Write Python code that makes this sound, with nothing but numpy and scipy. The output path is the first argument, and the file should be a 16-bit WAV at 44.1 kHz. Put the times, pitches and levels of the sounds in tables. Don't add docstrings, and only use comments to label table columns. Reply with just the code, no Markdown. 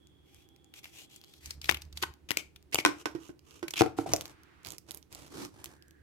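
import sys
import numpy as np
from scipy import signal
from scipy.fft import rfft, irfft
from scipy.io import wavfile

SR = 44100
rng = np.random.default_rng(int(sys.argv[2]) if len(sys.argv) > 2 else 0)


def inscribe(sig):
    pcm = np.round(np.clip(np.atleast_2d(sig).T, -1, 1) * 32767)
    wavfile.write(sys.argv[1], SR, pcm.astype(np.int16))


N = 265482
TIME = np.arange(N) / SR
LEAD = 256

# pitch in Hz, width in Hz, gain in dB.
CARTON_RINGS = [(326, 45, 0), (1070, 55, 3), (1510, 110, 9), (1850, 110, 0.5), (5500, 350, 3.5)]
# the low, mid, top, bass and edge settings of tone(), in dB.
GLIDE_TONE = (-0.5, -6, 3, -0.5, -7.5)


def card_snaps():
    # time in seconds, level in dB, treble in dB, body in dB, left over right in dB,
    # ring pitch in Hz, ring gain in dB.
    creases = [(1.6926, 11, -14, -0.5, 43.5, 1862, 14.5), (1.6974, 1, 1.5, -1, 22.5, 2383, 7.5),
               (1.7124, 1.5, -3, 2, 26, 1322, 3.5), (1.7224, -5, -6.5, 0, 20.5, 1100, 2.5),
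               (2.0261, -3, -0.5, -11, 8, 4400, 8), (2.035, -1.5, -14, -5, -2.5, 964, 15),
               (2.3073, 3, -3.5, 6, 8.5, 3033, 0), (2.3159, -3, 1, -3.5, 13, 2008, 8),
               (2.3718, -1.5, 5.5, -1, 3.5, 2327, 13), (2.7454, 3.5, 7.5, 3.5, 4, 2330, -1.5),
               (2.7564, 0, -7.5, -1, 1, 2870, 7.5), (2.787, 1.5, -8, 1.5, 6, 2300, 0.5),
               (3.682, -7, -1.5, -6.5, 2.5, 2280, 2), (3.738, -6, -2.5, 1.5, -4.5, 3320, 5.5)]
    # multiple of the ring pitch, width as a share of pitch, gain in dB.
    panel_rings = [(1, 0.17, 2), (1.972, .05, -10), (2.621, 0.04, -5)]
    flap_opens = (2.029, 2.046)
    direct, to_room = np.zeros((2, 2, N))
    for s, db, treble_db, body_db, pan_db, hz, ring_db in creases:
        crumble_s = 0.0017 * from_db(-0.57 * db)
        pop = crack(crumble_s, clean_s=0.00082, alike=0.16, build=0.3)
        pop = pop + from_db(ring_db) * resonate(pop, rings_at(hz, panel_rings))
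        pop_tone = tone(body_db + 4, body_db, treble_db, bass_db=0, edge_db=-5.5)
        pop = from_db(db + 0.5) * colour(pop, pop_tone)
        place(direct, pop, s - LEAD / SR, pan_db)
        place(to_room, from_db(-0.16 * abs(pan_db)) * pop, s - LEAD / SR, pan_db)
    opening = (TIME > flap_opens[0]) & (TIME < flap_opens[1])
    hollow = resonate(direct * opening, CARTON_RINGS)
    return direct + hollow, to_room + hollow


def carton_knocks():
    # time in seconds, level in dB, softness in dB, ring pitch in Hz, ring gain in dB,
    # loss per bounce in dB.
    hits = [(1.718, -4, 21.5, 230, 4.5, 12), (2.8506, 16, 3.5, 332, 3, 9), (2.8614, 10, 6, 323, -1, 8.5),
            (2.889, 4.5, 15.5, 315, 8, 16), (3.057, 6.5, 7.5, 367, 9.5, 9.5), (3.15, 1, 19.5, 351, 10.5, 5),
            (3.292, -0.5, 27.5, 322, -2, 16), (3.6285, 3, 15.5, 358, 5.5, 8)]
    return knocks(hits, CARTON_RINGS)


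def stick_landing():
    # time in seconds, level in dB, softness in dB, ring pitch in Hz, ring gain in dB,
    # loss per bounce in dB.
    hits = [(3.8096, 22, 17.4, 758, 8.5, 33), (3.8188, 14, 8.4, 342, 4.6, 23),
            (3.8362, 8.5, 19.5, 348, 3.7, 14), (3.8611, 7, 18.6, 345, 2, 13),
            (3.9875, 10.5, 22, 286, 7, 8.5), (4.061, -7, 22, 726, 27.4, 5.2),
            (4.1358, 6, 20.2, 623, 27.3, 13)]
    # pitch in Hz, width in Hz, gain in dB.
    table_rings = [(117, 59, 3.5), (322, 40, -1), (457, 29, 8), (750, 70, 12), (1372, 160, 8)]
    return cut_lows(knocks(hits, table_rings), hz=55, order=2)


def knocks(hits, body_rings):
    out = np.zeros((2, N))
    for hit in hits:
        for s, db, soft_db, hz, ring_db in with_bounces(*hit):
            crumble_s = 0.0091 * from_db(-0.83 * db)
            blow = crack(crumble_s, clean_s=0.002, alike=0.19, build=0.066)
            blow = colour(blow, tone(soft_db, 5.5 + 0.096 * soft_db, -5.5, bass_db=-2.5, edge_db=-12.5))
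            hollow_ring = (hz, 0.18 * hz, ring_db)
            blow = blow + resonate(blow, [hollow_ring] + body_rings)
            place(out, from_db(db - soft_db) * blow, s - LEAD / SR, hands_pan(s))
    return out


def with_bounces(s, db, soft_db, hz, ring_db, loss_db):
    first_gap_s, bounce_hz, bounce_ring_db = 0.0097, 322.3, 4
    hits = [(s, db, soft_db, hz, ring_db)]
    for k in range(1, 4):
        delay_s = first_gap_s * k * (k + 1) / 2
        hits.append((s + delay_s, db - loss_db * k, soft_db, bounce_hz, bounce_ring_db))
    return hits


def card_rubs():
    # start and end in seconds, level in dB, share of the stroke before
    # its peak, first and last ring pitch in Hz.
    glides = [(0.236, 0.467, -65.5, .6, 2100, 2700), (0.737, 0.803, -52, 0.79, 2520, 2500),
              (0.829, 0.921, -54.5, 0.079, 2270, 1950), (0.911, 1.066, -51, 0.47, 2300, 3200),
              (1.09, 1.199, -57, 0.36, 2700, 3600), (1.16, 1.404, -64, 0.9, 2230, 4400),
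              (1.399, 1.561, -52, 0.47, 1968, 1600), (1.615, 1.734, -49, 0.48, 2430, 970),
              (1.951, 2.024, -53.5, 0.44, 2000, 930)]
    scrapes = [(1.685, 1.722, -29.5, 0.27, 2320, 1760), (2.016, 2.046, -27, 0.65, 1013, 1370),
               (2.288, 2.304, -36.5, 0.097, 2570, 1800), (2.376, 2.416, -37, 0.5, 2500, 2200),
               (2.722, 2.744, -32.5, 0.58, 1890, 2200), (2.78, 2.814, -29, 0.35, 2280, 2000),
               (3.762, 3.788, -28, 0.65, 2280, 2600), (3.785, 3.822, -28, 0.48, 2930, 1700)]
    # the low, mid, top, bass and edge settings of tone(), in dB.
    scrape_tone = (-0.5, -6.5, -2, -2, -12.5)
    # multiple of the ring pitch, width as a share of pitch, gain in dB.
    wall_rings = [(1, 0.15, 8.5), (1.301, .11, 3), (2.35, .15, -4)]
    out = np.zeros((2, N))

    def add_strokes(strokes, stroke_tone, catches_per_s, rough_db, steepness):
        for start, end, db, peak_at, hz_from, hz_to in strokes:
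            rub = friction(end - start, catches_per_s, catch_db=8, rough_db=rough_db)
            rub = swell(rub, peak_at, steepness)
            rub = rub + resonate_moving(rub, hz_from, hz_to, wall_rings)
            place(out, from_db(db) * colour(rub, tone(*stroke_tone)), start, hands_pan(start))

    add_strokes(glides, GLIDE_TONE, catches_per_s=600, rough_db=2, steepness=0.78)
    add_strokes(scrapes, scrape_tone, catches_per_s=420, rough_db=3, steepness=1)
    return out


def nail_ticks():
    # time in seconds, level in dB, ring pitch in Hz.
    touches = [(0.7395, -26, 3300), (0.843, -22, 3000), (0.8559, -25, 2280), (1.1617, -28.5, 8000),
               (1.338, -30.5, 3520), (1.459, -19.5, 6000), (1.5076, -13.5, 4940), (1.616, -22, 4610),
               (1.6436, -17, 3330), (1.657, -21, 4320), (1.7455, -11.5, 3100), (1.7708, -19, 2440),
               (1.82, -22.5, 4800), (1.9275, -29, 4500), (1.9738, -14.5, 4300), (2.561, -27.5, 3560),
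               (3.7077, -16, 6700), (3.759, -18, 3020), (3.792, -11, 5130), (3.807, -20, 6040)]
    out = np.zeros((2, N))
    for s, db, hz in touches:
        click = tick(hz, crumble_s=0.0032, width_share=0.35, ring_db=14.5)
        place(out, from_db(db) * click, s - LEAD / SR, hands_pan(s))
    return out


def wrapping_crinkles(longest_wait_s=0.0077, next_fold_db=-14):
    # time in seconds, level in dB, ring pitch in Hz.
    folds = [(4.1359, 2.5, 5540), (4.163, -7, 6630), (4.2102, -10, 5540), (4.256, -14.5, 5160),
             (4.6487, -17.5, 4140), (4.6626, -18, 4200), (4.6704, -14, 4500), (4.687, -19.5, 6300),
             (4.705, -16, 6940), (4.7208, -19, 8100), (4.7828, -16, 6900), (4.9094, -12.5, 6270),
             (4.918, -19.5, 12000), (4.947, -18.5, 12600), (4.9733, -21.5, 12900), (5.1267, -20, 7170),
             (5.149, -17.5, 7100), (5.45, -16.5, 5860), (5.6431, -10, 8200), (5.6584, -16.5, 6450)]
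    out = np.zeros((2, N))
    for s, db, hz in folds:
        next_s = s + longest_wait_s * rng.uniform(0.37, 1)
        for at, level_db in [(s, db), (next_s, db + next_fold_db)]:
            click = tick(hz, crumble_s=0.0006, width_share=0.46, ring_db=5)
            place(out, from_db(level_db) * click, at - LEAD / SR, hands_pan(s))
    return out


def wrapping_rustles():
    # start and end in seconds, level in dB, weight as a bass boost in dB, share of the
    presses = [(3.965, 4.056, -47.5, 10, 0.13), (4.057, 4.199, -43.5, 13.5, 0.29),
               (4.169, 4.35, -53.5, 11, 0.19), (4.641, 4.777, -47, 7, 0.18), (4.861, 5.012, -55, 11, 0.3),
               (5.1, 5.318, -51.5, 9.5, 0.22), (5.518, 5.799, -57.5, 14.5, 0.4)]
    out = np.zeros((2, N))
    for start, end, db, weight_db, peak_at in presses:
        rustle = friction(end - start, catches_per_s=300, catch_db=14, rough_db=4)
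        rustle = swell(rustle, peak_at, steepness=0.86)
        rustle = colour(rustle, tone(weight_db, 0.58 * weight_db, 3, bass_db=6.5, edge_db=-16))
        place(out, from_db(db) * rustle, start, hands_pan(start))
    return out


def stick_drag():
    # time in seconds, level in dB.
    loudness = [(5.241, -94), (5.31, -57), (5.355, -49), (5.42, -42), (5.459, -47), (5.5, -68),
                (5.551, -68)]
    # pitch in Hz, width in Hz, gain in dB.
    table_rings = [(277, 63, 22.5), (353, 58, 20), (1120, 1050, 3.5)]
    # frequency in Hz, gain in dB.
    drag_tone = [(100, 11), (350, -4), (1050, 1), (2700, -6), (4300, 3), (8500, 2.5), (16000, -10.5)]
    out = np.zeros((2, N))
    times, levels_db = np.transpose(loudness)
    start, end = times[0], times[-1]
    scrape = friction(end - start, catches_per_s=220, catch_db=-4, rough_db=2.5)
    t = start + np.arange(scrape.shape[1]) / SR
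    scrape = scrape * from_db(np.interp(t, times, levels_db))
    scrape = scrape + resonate(scrape, table_rings)
    place(out, colour(scrape, drag_tone), start, hands_pan(start))
    return out


def stick_slides():
    # start and end in seconds, level in dB, share of the slide before its peak.
    slides = [(2.938, 3.035, -56, 0.81), (3.167, 3.337, -61, 0.48), (3.406, 3.654, -62, 0.62)]
    # pitch in Hz, width in Hz, gain in dB.
    tube_rings = [(380, 200, 18), (1101, 300, 18.5), (2680, 550, 9.5), (5800, 2100, 3.5)]
    out = np.zeros((2, N))
    for start, end, db, peak_at in slides:
        slip = friction(end - start, catches_per_s=90, catch_db=8.5, rough_db=3.5)
        slip = swell(slip, peak_at, steepness=1.9)
        slip = slip + resonate(slip, tube_rings)
        place(out, from_db(db) * colour(slip, tone(*GLIDE_TONE)), start, hands_pan(start))
    return out


def settling_ticks(per_s=7, middle_hz=5500, loudest_db=-30, spread_db=11):
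    out = np.zeros((2, N))
    for when, faintness, pitch in rng.random((int(per_s * N / SR), 3)):
        s = when * N / SR
        click = tick(middle_hz * 2 ** (pitch - 0.5), crumble_s=0.0006, width_share=0.46, ring_db=8)
        place(out, from_db(loudest_db - spread_db * faintness) * click, s, hands_pan(s))
    return out


def low_hum(hz=74, waver_radians=0.38, overtone_db=-12, bump_db=4.5):
    # time in seconds, level in dB.
    loudness = [(0, -68), (1.33, -75.5), (1.45, -52.5), (2.06, -49), (2.12, -61), (3.6, -70.5), (6.02, -65)]
    slow_noise = resonate(rng.standard_normal((2, N)), [(8, 4.8, 0)])
    waver, bumps = unit_level(slow_noise)
    phase = 2 * np.pi * hz * TIME + waver_radians * waver
    hum = np.sin(phase) + from_db(overtone_db) * np.sin(2 * phase)
    hum = unit_level(hum * from_db(bump_db * bumps))
    return from_db(np.interp(TIME, *np.transpose(loudness))) * hum


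def room_air(fade_s=0.014):
    # frequency in Hz, gain in dB.
    air_tone = [(25, -15.5), (50, -22), (80, -5), (130, -1.5), (230, -9), (330, -0.5), (450, -12),
                (620, -21), (1500, -25.5), (3000, -29), (6000, -35.5), (9500, -36.5), (15000, -40)]
    # start and end in seconds, pitch in Hz, width in Hz, level in dB.
    hisses = [(0, 1.42, 3340, 188, -73), (0.278, 1.393, 790, 57.5, -78.5), (4.257, 4.682, 1090, 1800, -65),
              (5.57, 6.02, 1650, 395.5, -70.5)]
    out = from_db(-43) * colour(stereo_noise(N, alike=0.09), air_tone)
    for start, end, hz, width, db in hisses:
        fade = np.interp(TIME, [start - fade_s, start, end, end + fade_s], [0, 1, 1, 0])
        band = [(hz, width, 0)]
        hiss = resonate(resonate(stereo_noise(N, alike=0.027), band), band)
        out = out + from_db(db) * fade * unit_level(hiss)
    return out


def room_echo(x, early_db=-20.5, early_fade_s=0.015, first_echo_s=0.0056, build_s=0.0009):
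    # frequency in Hz, seconds to fade by 60 dB.
    fade_times = [(100, 0.35), (1000, 0.28), (3000, 0.27), (8000, 0.23), (16000, 0.18)]
    # frequency in Hz, gain in dB.
    tail_levels = [(100, -6), (350, -13.5), (1000, -9.5), (3000, -15), (16000, -12.5)]
    t = np.arange(int(0.7 * SR)) / SR
    edges_hz = np.geomspace(60, 17000, 11)
    echo = 0
    for low, high in zip(edges_hz, edges_hz[1:]):
        hz = np.sqrt(low * high)
        noise = stereo_noise(len(t), alike=1 / (1 + (hz / 700) ** 2))
        band = signal.sosfilt(signal.butter(2, [low, high], "band", fs=SR, output="sos"), noise)
        fade = from_db(-60 * t / at_hz(fade_times, hz)) * (1 - np.exp(-t / build_s))
        echo = echo + from_db(at_hz(tail_levels, hz)) * band * fade / np.linalg.norm(fade)
    early = np.exp(-t / early_fade_s) * (t > first_echo_s)
    echo = echo + from_db(early_db) * stereo_noise(len(t), alike=0.79) * early / np.linalg.norm(early)
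    mixed = 0.93 * x + 0.21 * x[::-1]
    return signal.fftconvolve(mixed, echo, axes=-1)[:, :N]


def crack(crumble_s, clean_s, alike, build, size=4096):
    crumble_s = max(crumble_s, 1 / SR)
    age = (np.arange(size) - LEAD) / SR / crumble_s
    burst = stereo_noise(size, alike) * np.exp(-np.maximum(age, -age / build))
    pulse_share = 1 / (1 + (crumble_s / clean_s) ** 2)
    burst *= np.sqrt((1 - pulse_share) / np.sum(burst ** 2, axis=1, keepdims=True))
    burst[:, LEAD] += np.sqrt(pulse_share) * rng.choice([-1, 1])
    return burst


def tick(hz, crumble_s, width_share, ring_db):
    pulse = crack(crumble_s, clean_s=crumble_s / 2, alike=0.21, build=0.27)
    return cut_lows(pulse, hz / 2, order=1) + resonate(pulse, [(hz, hz * width_share, ring_db)])


def friction(length_s, catches_per_s, catch_db, rough_db, spread_db=1.5, slip_s=0.004):
    t = np.arange(0, max(length_s, slip_s), 1 / SR)
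    slip_times = np.arange(0, t[-1] + slip_s, slip_s)
    grip = from_db(rough_db * np.interp(t, slip_times, rng.standard_normal(len(slip_times))))
    sizes = from_db(catch_db + spread_db * np.minimum(rng.exponential(1, len(t)), 3))
    signs = rng.choice([-1, 1], len(t))
    catches = sizes * signs * (rng.random(len(t)) < catches_per_s / SR)
    return grip * (stereo_noise(len(t), alike=0.23) + catches)


def swell(x, peak_at, steepness):
    rise = np.interp(np.linspace(0, 1, x.shape[1]), [0, np.clip(peak_at, 0.05, 0.95), 1], [0, 1, 0])
    return x * np.sin(np.pi / 2 * rise) ** steepness


def ring_filter(hz, width, db):
    r = np.exp(-np.pi * width / SR)
    return from_db(db) * (1 - r * r) / 2, [1, -2 * r * np.cos(2 * np.pi * hz / SR), r * r]


def resonate(x, rings):
    out = 0
    for ring in rings:
        gain, feedback = ring_filter(*ring)
        out = out + gain * signal.lfilter([1, 0, -1], feedback, x + 1e-18)
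    return out


def resonate_moving(x, hz_from, hz_to, shape, step=128):
    out = np.zeros_like(x)
    memory = np.zeros((len(shape), 2, 2))
    for at in range(0, x.shape[1], step):
        hz = hz_from + (hz_to - hz_from) * at / x.shape[1]
        for k, ring in enumerate(rings_at(hz, shape)):
            gain, feedback = ring_filter(*ring)
            part, memory[k] = signal.lfilter([1, 0, -1], feedback, x[:, at:at + step], zi=memory[k])
            out[:, at:at + step] += gain * part
    return out


def rings_at(hz, shape):
    return [(min(hz * multiple, 0.4 * SR), hz * multiple * share, db) for multiple, share, db in shape]


def tone(low_db, mid_db, top_db, bass_db, edge_db):
    return [(100, low_db + bass_db), (350, low_db), (1050, mid_db),
            (3000, 0), (8500, top_db), (16000, top_db + edge_db)]


def colour(x, points, size=4096):
    gains = from_db(at_hz(points, np.fft.rfftfreq(size, 1 / SR)))
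    cepstrum = irfft(np.log(gains))
    cepstrum[1:size // 2] *= 2
    cepstrum[size // 2 + 1:] = 0
    response = irfft(np.exp(rfft(cepstrum)))
    return signal.fftconvolve(x, response[None], axes=-1)[:, :x.shape[-1]]


def cut_lows(x, hz, order):
    return signal.sosfilt(signal.butter(order, hz, "high", fs=SR, output="sos"), x)


def hands_pan(s):
    # time in seconds, left over right in dB.
    path = [(0, 0.5), (1.65, 3), (2.0, -3), (2.3, 8), (2.75, -3.5), (2.87, 2.5), (3.15, -7), (3.63, -2.5),
            (3.8, 0.5), (4.2, -1), (4.8, -9), (5.2, -2.5)]
    return np.interp(s, *np.transpose(path))


def place(out, sound, s, pan_db):
    gains = unit_level(from_db([pan_db / 2, -pan_db / 2]))
    lag_samples = np.clip(3.5 * pan_db, -13, 13)
    for side, late in enumerate([max(-lag_samples, 0), max(lag_samples, 0)]):
        at = max(int(s * SR + late), 0)
        part = sound[side, :max(N - at, 0)]
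        out[side, at:at + len(part)] += gains[side] * part


def stereo_noise(count, alike):
    shared = np.sqrt(alike) * rng.standard_normal(count)
    return shared + np.sqrt(1 - alike) * rng.standard_normal((2, count))


def at_hz(points, hz):
    freqs, values = np.transpose(points)
    return np.interp(np.log(np.maximum(hz, 1)), np.log(freqs), values)


def from_db(db):
    return 10 ** (np.asarray(db) / 20)


def unit_level(x):
    return x / np.sqrt(np.mean(x ** 2) + 1e-20)


def scene(background_pan_db=-3.5):
    # frequency in Hz, gain in dB.
    mic_tone = [(30, -22.5), (80, -1.5), (150, -1.5), (210, -6), (300, 3), (560, -2), (1050, 0), (1700, -5),
                (2400, 0), (4300, -3.5), (5800, -3.5), (9600, -7), (12500, -1), (16000, -10.5)]
    snaps, snaps_to_room = card_snaps()
    ticks = nail_ticks() + settling_ticks()
    crinkles = wrapping_crinkles()
    handling = stick_landing() + carton_knocks()
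    handling += card_rubs() + stick_slides() + stick_drag() + wrapping_rustles()
    echo = room_echo(handling + snaps_to_room + from_db(-0.5) * ticks + from_db(-2) * crinkles)
    background = (low_hum() + room_air()) * from_db([[background_pan_db / 2], [-background_pan_db / 2]])
    return colour(handling + ticks + crinkles + snaps + echo, mic_tone) + background


def record(dry):
    ceiling, cutoff_hz = 0.9, 16300
    rounded = dry / (1 + (dry / ceiling) ** 4) ** 0.25
    return signal.sosfilt(signal.ellip(10, 0.1, 80, cutoff_hz, fs=SR, output="sos"), rounded)


dry = scene()
out = record(dry)
inscribe(out)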